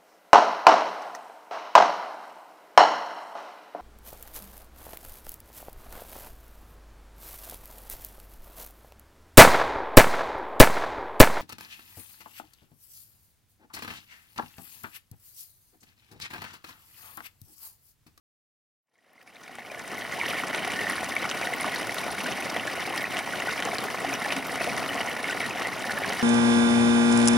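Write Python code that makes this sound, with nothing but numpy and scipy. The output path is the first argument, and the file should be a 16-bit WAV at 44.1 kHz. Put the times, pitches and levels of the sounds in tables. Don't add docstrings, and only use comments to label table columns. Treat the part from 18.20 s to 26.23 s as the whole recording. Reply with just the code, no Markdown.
import sys
import numpy as np
from scipy import signal
from scipy.fft import rfft, irfft, next_fast_len
from scipy.io import wavfile
from scipy.ndimage import map_coordinates

SR = 44100
rng = np.random.default_rng(int(sys.argv[2]) if len(sys.argv) > 2 else 0)


def wav_out(sig):
    wavfile.write(sys.argv[1], SR, np.round(np.clip(np.atleast_2d(sig).T, -1, 1) * 32767).astype(np.int16))


N = 353990
TIME = np.arange(N) / SR


def amp(db):
    return 10 ** (np.asarray(db) / 20)


def unit(x):
    return x / np.sqrt(np.mean(x ** 2) + 1e-20)


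def along(points, hz):
    freqs, values = np.transpose(points)
    return np.interp(np.log(hz + 1), np.log(freqs + 1), values)


def wobble(rate):
    return unit(map_coordinates(rng.standard_normal(4096), [TIME * rate], mode="wrap"))


def coloured(x, level_db):
    size = 2 * next_fast_len(N // 2 + SR // 8)
    gain = np.maximum(amp(level_db(np.fft.rfftfreq(size, 1 / SR))), 1e-6)
    cepstrum = irfft(np.log(gain), size)
    cepstrum[1:size // 2] *= 2
    cepstrum[size // 2 + 1:] = 0
    return irfft(rfft(x, size) * np.exp(rfft(cepstrum)), size)[..., :N]


def ditch_resonance_db(hz):
    # (frequency [Hz], width [Hz], boost [dB])
    modes = [(725, 180, 6), (1091, 27, 5.5), (1467, 72, 9.5), (1926, 48, 4.5), (3770, 130, 4)]
    return sum(db / (1 + (2 * (hz - centre) / width) ** 2) for centre, width, db in modes)


def bubble_ring(age, cycles, rise, onset):
    envelope = (1 - np.exp(-age * onset)) * np.exp(-age)
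    return envelope * np.sin(2 * np.pi * cycles * age * (1 + rise * age))


def bubble_cloud(low_hz, high_hz, cycles, spread_db, wash_db, surge_db, count, samples):
    when, pitch, life, strength, place = rng.random((count, 5)).T
    start = (when * (N - 1)).astype(int)
    hz = low_hz * (high_hz / low_hz) ** pitch
    life_cycles = cycles * 2 ** (2 * life - 1)
    gain = amp(-spread_db * np.log(strength + 0.095) + surge_db[start]) * hz / np.sqrt(life_cycles)
    age = np.outer(hz / life_cycles, np.arange(samples) / SR)
    tones = gain[:, None] * bubble_ring(age, life_cycles[:, None], rise=0.022, onset=10.6)
    slots = (start[:, None] + np.arange(samples)).ravel()
    mix = lambda waves: unit(np.bincount(slots, waves.ravel(), N)[:N])
    bubbles = np.array([mix(tones), mix(tones * np.cos(np.pi * place)[:, None])])
    wash = unit(rng.standard_normal((2, N)) * amp(surge_db / 2)) * np.sqrt(SR / 2 / (high_hz - low_hz))
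    return bubbles + amp(wash_db) * wash


def stream():
    # (time [s], gurgle level [dB], plink level [dB], spray level [dB])
    flow = [(1.4, -38.5, -38.5, -46.5), (1.9, -38, -37, -45.5), (2.1, -35.5, -31, -44),
            (2.6, -35, -35, -43), (2.9, -38, -36.5, -45.5), (3.05, -34, -32.5, -41.5),
            (3.2, -38, -36.5, -46), (3.5, -35, -33.5, -42), (3.8, -37, -38, -42.5),
            (4.25, -35.5, -34.5, -44), (4.85, -36, -34.5, -43.5), (5.75, -35.5, -36.5, -44.5),
            (6.05, -36, -32, -44.5), (6.2, -35.5, -38, -43), (6.5, -34.5, -33.5, -43),
            (7.7, -35.5, -36.5, -44), (7.85, -33.5, -35, -43), (8.0, -36, -31, -40.5)]
    # (frequency [Hz], relative level [dB])
    gurgle_spectrum = [(30, -38), (60, -13.5), (110, -6.5), (260, -2.5), (400, -5), (620, -5), (950, -6.5),
                       (1350, -6), (1580, -13), (2000, -26), (3000, -95)]
    plink_spectrum = [(900, -34), (1550, -14), (1750, -0.5), (2200, -0.5), (2450, -7), (3000, -5),
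                      (3500, -16), (4500, -22.5), (7000, -73)]
    spray_spectrum = [(2200, -21.5), (3600, -1), (4600, -0.5), (5800, -1.5), (7400, -15.5), (8400, -10),
                      (9700, -3.5), (11500, -11), (13500, -20), (16000, -31)]
    fizz_spectrum = [(2500, -26), (5000, 3.5), (7500, -2), (10000, -3), (13500, -3), (15500, -5)]
    times, *levels = np.transpose(flow)
    gurgle_db, plink_db, spray_db = [np.interp(TIME, times, level) for level in levels]
    eddy_rate = 12
    shared_eddy_db = 0.57 * wobble(eddy_rate)
    folding = unit(wobble(36) + 2.0 * wobble(130))
    gurgle = bubble_cloud(175.6, 1750, cycles=1.72, spread_db=3.0, wash_db=-3.5,
                          surge_db=1.4 * folding + 0.26 * wobble(45), count=5000, samples=800)
    plink = bubble_cloud(1310, 4090, cycles=3.84, spread_db=3.5, wash_db=-4.5,
                         surge_db=2.1 * folding + 1.44 * wobble(40), count=4000, samples=600)
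    spray = bubble_cloud(2760, 11740, cycles=4.1, spread_db=4.0, wash_db=-5.0,
                         surge_db=2.5 * folding + 2.8 * wobble(140), count=13000, samples=280)
    fizz = rng.standard_normal((2, N)) * amp(1.9 * folding)
    water = amp(-51.0) * unit(coloured(fizz, lambda hz: along(fizz_spectrum, hz)))
    for cloud, spectrum, level_db in [(gurgle, gurgle_spectrum, gurgle_db + 0.36),
                                      (plink, plink_spectrum, plink_db - 1.5),
                                      (spray, spray_spectrum, spray_db - 0.5)]:
        swell = amp(level_db + shared_eddy_db + 0.17 * wobble(eddy_rate))
        water += swell * unit(coloured(cloud, lambda hz: along(spectrum, hz) + ditch_resonance_db(hz)))
    return water


def frog_chatter(pitch_hz, width_hz, notes_per_s, level_db):
    note_phase = np.cumsum(notes_per_s * np.exp(0.14 * wobble(11))) / SR % 1
    envelope = note_phase * np.exp(-note_phase / 0.049)
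    rasp = envelope * rng.standard_normal(N) * amp(1.2 * np.tanh(wobble(10)))
    sac_db = lambda hz: -20 * np.log10(1 + ((hz - pitch_hz) / width_hz) ** 2)
    return amp(level_db) * unit(coloured(rasp, sac_db))


def stray_bubbles(hz, spread_octaves, level_db, cycles, count):
    pitch, life, strength = np.clip(rng.standard_normal((count, 3)).T, -2, 2)
    starts = (np.arange(count) + rng.random(count)) / count * N / SR
    life_doublings = 0.66 * life
    levels = level_db + 1.56 * strength - 2.5 * life_doublings
    return list(zip(starts, hz * 2 ** (spread_octaves * pitch), levels, cycles * 2 ** life_doublings))


def single_bubbles():
    # (time [s], frequency [Hz], relative level [dB], lifetime [cycles])
    loud_bubbles = [(1.158, 3760, -20, 2.5), (1.279, 2210, -17, 2.3), (1.294, 715, -23, 2.2),
                    (1.385, 760, -19.5, 1.1), (1.716, 1870, -17, 0.73), (1.924, 2040, -18.5, 5),
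                    (2.013, 2190, -14.5, 6.3), (2.083, 2830, -15.5, 2.1), (2.184, 2140, -21, 13),
                    (2.236, 1190, -17, 1.5), (2.347, 2880, -13, 1.1), (2.448, 2380, -15.5, 0.76),
                    (2.59, 1860, -18.5, 6.8), (2.669, 1860, -17, 3.5), (2.699, 9700, -14, 2.5),
                    (2.73, 1834, -25, 13), (2.965, 2175, -10, 4.4), (3.042, 1010, -16.5, 1.3),
                    (3.053, 1190, -20, 1.8), (3.093, 4840, -16, 1.9), (3.113, 2930, -13.5, 2.2),
                    (3.213, 1130, -14, 0.75), (3.232, 2130, -18.5, 4.8), (3.272, 1840, -14, 2.2),
                    (3.41, 9840, -14.5, 2.9), (3.444, 1130, -16, 1.9), (3.56, 4240, -15, 2.3),
                    (3.744, 11100, -15, 1.6), (3.784, 3860, -16, 1.8), (3.916, 10100, -21, 6),
                    (4.004, 2770, -19.5, 4.8), (4.123, 2860, -18, 3), (4.364, 610, -22, 1.1),
                    (4.737, 1020, -23.5, 4.7), (4.782, 4930, -21, 3.5), (4.841, 1930, -16, 4.7),
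                    (4.969, 2720, -14, 1.3), (5.221, 2110, -19, 3), (5.272, 716, -19, 1.1),
                    (5.424, 3040, -14, 1.8), (5.452, 6300, -15.5, 1), (5.457, 1360, -24, 0.87),
                    (5.473, 726, -21, 1.9), (5.531, 755, -19.5, 1.7), (5.584, 4300, -12, 1.5),
                    (5.745, 1110, -17, 1.2), (5.847, 730, -17.5, 1), (5.923, 730, -23, 1.6),
                    (5.939, 5720, -19, 6.7), (6.105, 2480, -16, 4.5), (6.123, 2620, -9, 0.91),
                    (6.166, 6670, -16.5, 0.7), (6.443, 2550, -15, 1.3), (6.468, 471, -25, 7.4),
                    (6.474, 690, -16.5, 1.3), (6.691, 2930, -20, 8.7), (6.806, 675, -20.5, 1.6),
                    (7.043, 2140, -14.5, 3.8), (7.204, 2210, -17, 4.6), (7.255, 1830, -19, 3),
                    (7.358, 700, -21, 1), (7.42, 2430, -13.5, 0.97), (7.455, 1970, -19.5, 7.7),
                    (7.642, 1760, -19, 5.9), (7.708, 1740, -19.5, 5), (7.776, 1700, -18, 6),
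                    (7.845, 1700, -18.5, 6)]
    # (frequency [Hz], relative level [dB])
    splash_spectrum = [(100, -18.5), (600, -2.5), (2200, -0.5), (4000, -12), (6000, -10), (7500, -22),
                       (10000, -15), (14000, -37)]
    glugs = stray_bubbles(853, spread_octaves=0.4, level_db=-24, cycles=2, count=24)
    plinks = stray_bubbles(2050, spread_octaves=0.23, level_db=-21.5, cycles=6.2, count=62)
    ticks = stray_bubbles(7500, spread_octaves=0.48, level_db=-20, cycles=1.7, count=55)
    bank_rise_s, bank_t60_s, splash_t60_s = 0.0038, 0.059, 0.033
    t = np.arange(SR // 25) / SR
    bank_envelope = amp(-60 * t / bank_t60_s) * (1 - np.exp(-t / bank_rise_s))
    rings, splashes = np.zeros((2, 2, N + SR))
    for start, hz, db, cycles in list(loud_bubbles) + glugs + plinks + ticks:
        span = slice(round(start * SR), round(start * SR) + len(t))
        tone = amp(db + 1.5) * bubble_ring(t * hz / cycles, cycles, rise=0.0071, onset=4.0)
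        banks = rng.standard_normal((2, len(t))) * bank_envelope
        scatter = signal.fftconvolve(tone[None], banks / np.linalg.norm(banks[0]), axes=1)[:, :len(t)]
        side_gain = rng.uniform(-1.4, 1.46)
        rings[:, span] += np.outer([1, side_gain], tone) + amp(-9.0) * scatter
        burst = rng.standard_normal((2, len(t))) * amp(-60 * t / splash_t60_s)
        splashes[:, span] += amp(db - 3.0) / np.sqrt(cycles) * burst
    splashes = coloured(splashes[:, :N], lambda hz: along(splash_spectrum, hz))
    return coloured(rings[:, :N] + splashes, ditch_resonance_db)


def frog_calls():
    # (time [s], duration [s], frequency [Hz], relative level [dB])
    calls = [(2.545, 0.16, 1800, -38.5), (5.817, 0.15, 272.4, -41), (6.095, .18, 270, -41.5),
             (6.62, 0.16, 274, -44)]
    hoots = np.zeros(N)
    for start, duration, hz, db in calls:
        progress = np.clip((TIME - start) / duration, 0, 1)
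        envelope = np.sqrt(np.abs(np.sin(np.pi * progress)))
        hoots += amp(db + 2.5) * envelope * np.sin(2 * np.pi * hz * TIME)
    return hoots * amp(2.5 * wobble(50))


def scene():
    # (frequency [Hz], side gain [dB], leftward lean [-1..1], lag between ears [-1..1])
    image = [(40, 6, 0.077, -.1), (130, -0.5, 0.1, -0.75), (260, -7.5, .2, -0.43), (500, -9.5, 0.28, 0.35),
             (720, -16.5, 0.1, .5), (950, -11, 0.15, .3), (1450, -17, 0.011, 0.13),
             (1700, -13.5, -0.58, 0.2), (2400, -16.5, .15, 0.4), (4770, -16.5, .1, 0.77),
             (6600, -5.5, .65, .1), (7900, 3, 0.22, .7), (10400, -4.5, -0.019, 0.8),
             (12300, 0.5, 0.65, 0.22), (13600, 5.5, -.1, .1), (16000, 1.5, -0.2, 0.24)]
    water, diffuse = stream() + single_bubbles()
    mid = water + frog_chatter(1980, width_hz=340, notes_per_s=13, level_db=-46) + frog_calls()
    hz = np.fft.rfftfreq(N, 1 / SR)
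    freqs, *columns = np.transpose(image)
    side_db, lean, lag = [along(np.column_stack([freqs, column]), hz) for column in columns]
    coherent = (lean - 1j * lag) * rfft(mid)
    incoherent = np.sqrt(np.clip(1 - lean ** 2 - lag ** 2, 0, 1)) * rfft(diffuse)
    side = irfft(amp(side_db) * (coherent + incoherent), N)
    return np.array([mid + side, mid - side])


def record(dry):
    low_cut_hz, top_hz = 49, 15950
    fade_start_s, fade_length_s = 0.61, 1.43
    low_cut = signal.butter(4, low_cut_hz, "highpass", fs=SR, output="sos")
    fade_in = np.clip((TIME - fade_start_s) / fade_length_s, 0, 1) ** 1.94
    faded = signal.sosfilt(low_cut, dry) * fade_in
    size = next_fast_len(N + SR)
    passband = np.fft.rfftfreq(size, 1 / SR) < top_hz
    return irfft(rfft(faded, size) * passband, size)[:, :N]


dry = scene()
out = record(dry)
wav_out(out)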